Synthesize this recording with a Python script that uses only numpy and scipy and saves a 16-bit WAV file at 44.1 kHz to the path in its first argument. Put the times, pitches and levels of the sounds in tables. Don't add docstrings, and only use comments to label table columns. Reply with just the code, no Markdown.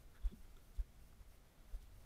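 import sys
import numpy as np
from scipy.fft import rfft, irfft, next_fast_len
from scipy.io import wavfile
from scipy.ndimage import map_coordinates

SR = 44100
rng = np.random.default_rng(int(sys.argv[2]) if len(sys.argv) > 2 else 0)


def bounce(signal):
    frames = np.transpose(np.atleast_2d(signal))
    limited = np.clip(frames, -1, 1)
    pcm = np.round(limited * 32767).astype(np.int16)
    wavfile.write(sys.argv[1], SR, pcm)


N = 90404
T = np.arange(N) / SR


def amp(db):
    return 10 ** (np.asarray(db) / 20)


def unit(x):
    return x / np.sqrt(np.mean(x ** 2) + 1e-20)


def db_at(spectrum, hz):
    points_hz, points_db = np.transpose(spectrum)
    return np.interp(np.log(hz + 1), np.log(points_hz + 1), points_db)


def wobble(knots_per_s):
    return map_coordinates(rng.standard_normal(int(N * knots_per_s / SR) + 4), [T * knots_per_s])


def filtered(x, response):
    size = next_fast_len(N + SR // 2)
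    return irfft(rfft(x, size) * response(np.fft.rfftfreq(size, 1 / SR)), size)[:N]


def noise(spectrum):
    return unit(filtered(rng.standard_normal(N), lambda hz: amp(db_at(spectrum, hz))))


def swell(centre_s, half_width_s):
    return np.exp(-.5 * ((T - centre_s) / half_width_s) ** 2)


def decay(start_s, t60_s, attack_s=.00042):
    age_s = np.maximum(T - start_s, 0)
    return (1 - np.exp(-age_s / attack_s)) * np.exp(-np.log(1000) * age_s / t60_s)


def strokes(rows, spectrum, grains_per_s=600, grain_db=3):
    grains = unit(noise(spectrum) * amp(grain_db * wobble(grains_per_s)))
    return grains * sum(amp(db) * swell(s, half_width_s) for s, half_width_s, db in rows)


def ticks(rows, spectrum, t60_s):
    return noise(spectrum) * sum(amp(db) * decay(s, t60_s) for s, db in rows)


def thumps(half_width_cycles=.35, scuff_half_width_s=.012):
    # centre in seconds, push level in dB, pitch in Hz, scuff level in dB.
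    hits = [(0.26, -28.3, 36.5, -66), (.8005, -30.6, 40.5, -66.5), (1.212, -51, 62, -73),
            (1.749, -36.3, 33, -70)]
    # frequency in Hz, gain in dB.
    scuff = [(80, 0), (135, 13), (270, -1), (520, 4), (800, -3), (1400, -8.5), (2500, -14.5), (6000, -17),
             (14000, -18.5)]
    push = sum(amp(db) * swell(s, half_width_cycles / hz) * np.sin(2 * np.pi * hz * (s - T))
               for s, db, hz, _ in hits)
    return push + strokes([(s, scuff_half_width_s, db) for s, _, _, db in hits], scuff)


def grunt(jitter=.015, roughness=.12, rasp_db=-9, close_at_s=.329, closing_s=.012, closed_db=-12):
    # time in seconds, pitch in Hz, level in dB.
    contour = [(0.307, 190, -76), (.317, 183, -60.5), (0.328, 176, -54.5), (.336, 220, -53),
               (.346, 226, -59), (0.36, 215, -71), (.39, 188, -70), (.41, 185, -81)]
    # frequency in Hz, gain in dB.
    throat = [(90, -22), (170, -1), (225, 1.5), (365, -2), (440, -22), (800, -27)]
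    rasp = [(70, -17), (140, 5), (240, -4), (330, -9), (420, -14), (520, -23), (1200, -46)]
    times_s, contour_hz, level_db = np.transpose(contour)
    pitch_hz = np.interp(T, times_s, contour_hz) * (1 + jitter * wobble(150))
    phase = 2 * np.pi * np.cumsum(pitch_hz) / SR
    mouth_db = closed_db * np.clip((T - close_at_s) / closing_s, 0, 1)
    voice = sum(amp(db_at(throat, k * pitch_hz) + (k > 1) * mouth_db) * np.sin(k * phase)
                for k in range(1, 5))
    rough_voice = voice * (1 + roughness * wobble(199.5)) + amp(rasp_db) * noise(rasp)
    return rough_voice * amp(np.interp(T, times_s, level_db, left=-np.inf, right=-np.inf))


def rooting():
    # time in seconds, level in dB.
    stir_level = [(0, -77.5), (.4, -82), (.7, -79.5), (.95, -82), (1.2, -81.5), (1.42, -79), (1.6, -76.5),
                  (1.73, -76), (1.93, -81), (2.04, -76)]
    # centre in seconds, half width in seconds, level in dB.
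    pushes = [(.165, 0.013, -68), (.244, 0.0087, -71.5), (.29, 0.016, -77), (.452, 0.0054, -78),
              (.808, 0.015, -80), (2.048, 0.0092, -76)]
    # frequency in Hz, gain in dB.
    litter = [(150, -9), (350, -1.5), (600, 1), (1000, -3.5), (1400, -6.5), (2200, -9.5), (2800, -14),
              (3500, -10), (5000, -19), (12000, -27)]
    soil = [(300, -22), (850, -11), (1380, -1), (1700, -2.5), (2200, -20), (3000, -16), (3550, -11),
            (4300, -27), (12000, -25.5)]
    stir = amp(np.interp(T, *np.transpose(stir_level))) * noise(litter)
    return stir + strokes(pushes, soil)


def leaves():
    # centre in seconds, half width in seconds, level in dB.
    rustles = [(.254, 0.006, -78), (.764, .010, -73.5), (1.757, 0.0074, -75.5), (1.825, .013, -75)]
    # start in seconds, level in dB.
    leaf_ticks = [(.2535, -62), (.446, -66), (.7935, -64), (.807, -60)]
    # frequency in Hz, gain in dB.
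    spectrum = [(2000, -10), (4000, 0.5), (9000, 0), (13500, -2.5), (15500, -5.5)]
    return strokes(rustles, spectrum) + ticks(leaf_ticks, spectrum, t60_s=.0065)


def chewing():
    # centre in seconds, half width in seconds, level in dB.
    crunches = [(.171, .006, -80), (.223, .004, -79), (.248, .009, -79), (.281, 0.0096, -75),
                (.314, 0.012, -78), (.777, 0.017, -77.5), (1.826, 0.012, -78.5), (1.868, .012, -81)]
    # start in seconds, level in dB.
    smacks = [(.27, -64), (1.125, -67.5), (1.219, -70.5), (1.452, -69)]
    # frequency in Hz, gain in dB.
    crunch_spectrum = [(1000, -27), (3100, -10.5), (3350, -8), (3440, -3), (3560, -6), (3850, -11.5),
                       (4400, -21.5), (12000, -28.5)]
    smack_spectrum = [(300, -17), (600, -2), (1150, 1), (1600, -8.5), (2300, -9), (4000, -20), (12000, -31)]
    return strokes(crunches, crunch_spectrum) + ticks(smacks, smack_spectrum, t60_s=.039)


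def tooth_squeaks(centre_hz=3410, jitter=.009):
    # centre in seconds, half width in seconds, level in dB.
    slips = [(.243, 0.0033, -75), (.254, .0025, -77), (.279, .008, -74), (.313, 0.0073, -74.5)]
    pitch_hz = centre_hz * (1 + jitter * wobble(400))
    tone = np.sin(2 * np.pi * np.cumsum(pitch_hz) / SR)
    return tone * sum(amp(db) * swell(s, half_width_s) for s, half_width_s, db in slips)


def food_crack(snap_gain_db=.5):
    # start in seconds, level in dB.
    cracks = [(0.5674, -60)]
    # frequency in Hz, gain in dB, T60 in seconds.
    modes = [(375, -4, 0.076), (1363, -2.5, .028), (3470, -1, .022), (3650, -5, .02)]
    # frequency in Hz, gain in dB.
    snap = [(500, -8), (2400, -6), (3400, -3), (4300, -12), (7000, -2), (11000, -16), (15000, -16)]
    ring = sum(amp(db + mode_db) * decay(s, t60_s) * np.sin(2 * np.pi * hz * (T - s))
               for s, db in cracks for hz, mode_db, t60_s in modes)
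    return ring + amp(snap_gain_db) * ticks(cracks, snap, t60_s=.0072)


def camera_whine(base_hz=688.15, level_db=-90.2, burst_s=.0937, edge_s=.0035):
    starts_s = [-.055, .345, .62, 1.005, 1.275, 1.675, 1.942]
    partials = {4: -2, 7: -6, 8: -4, 9: -1.3, 10: -7, 12: -5, 13: -0.68, 14: 0, 15: -1.7, 16: -7, 17: -10,
                18: -4.5, 19: 0, 20: 0, 21: -0.54, 22: -4}
    gate = sum(np.clip(np.minimum(T - s, s + burst_s - T) / edge_s, 0, 1) for s in starts_s)
    comb = sum(amp(db) * np.sin(2 * np.pi * (k * base_hz * T + rng.random()))
               for k, db in partials.items())
    return amp(level_db) * np.sqrt(2) * gate * comb


def background(hiss_db=-72, flutter_db=.71, waver_rad=.7):
    # frequency in Hz, level in dB.
    hiss_spectrum = [(76, -26), (130, 2.5), (206, -5), (300, -7.5), (580, -13), (750, -15), (1100, -17.5),
                     (1400, -15.5), (1700, -20.5), (2180, -18), (2700, -22), (3700, -22.5), (8150, -26),
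                     (13700, -25.5), (15500, -30.5)]
    hum_tones = [(224, -84.5), (364, -94), (662, -91)]
    rumble_spectrum = [(8, -7), (22, 2.5), (48, -3), (70, -10.5), (100, -14), (150, -27), (300, -50.5)]
    # time in seconds, level in dB.
    rumble_level = [(0, -61), (.22, -60), (.4, -60), (.65, -58.5), (.92, -62.5), (1.08, -58.7),
                    (1.3, -62.3), (1.5, -64.5), (1.7, -60), (2.04, -57)]
    hiss = amp(hiss_db + flutter_db * wobble(19.72)) * noise(hiss_spectrum)
    hum = np.sqrt(2) * sum(amp(db) * np.sin(2 * np.pi * hz * T + waver_rad * wobble(12))
                           for hz, db in hum_tones)
    rumble = amp(np.interp(T, *np.transpose(rumble_level))) * noise(rumble_spectrum)
    return hiss + hum + rumble


def scene():
    boars = thumps() + grunt() + rooting() + leaves() + chewing() + tooth_squeaks() + food_crack()
    return (boars + camera_whine() + background())[None]


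def record(dry):
    return filtered(dry[0], lambda hz: hz < 15650)[None]


dry = scene()
out = record(dry)
bounce(out)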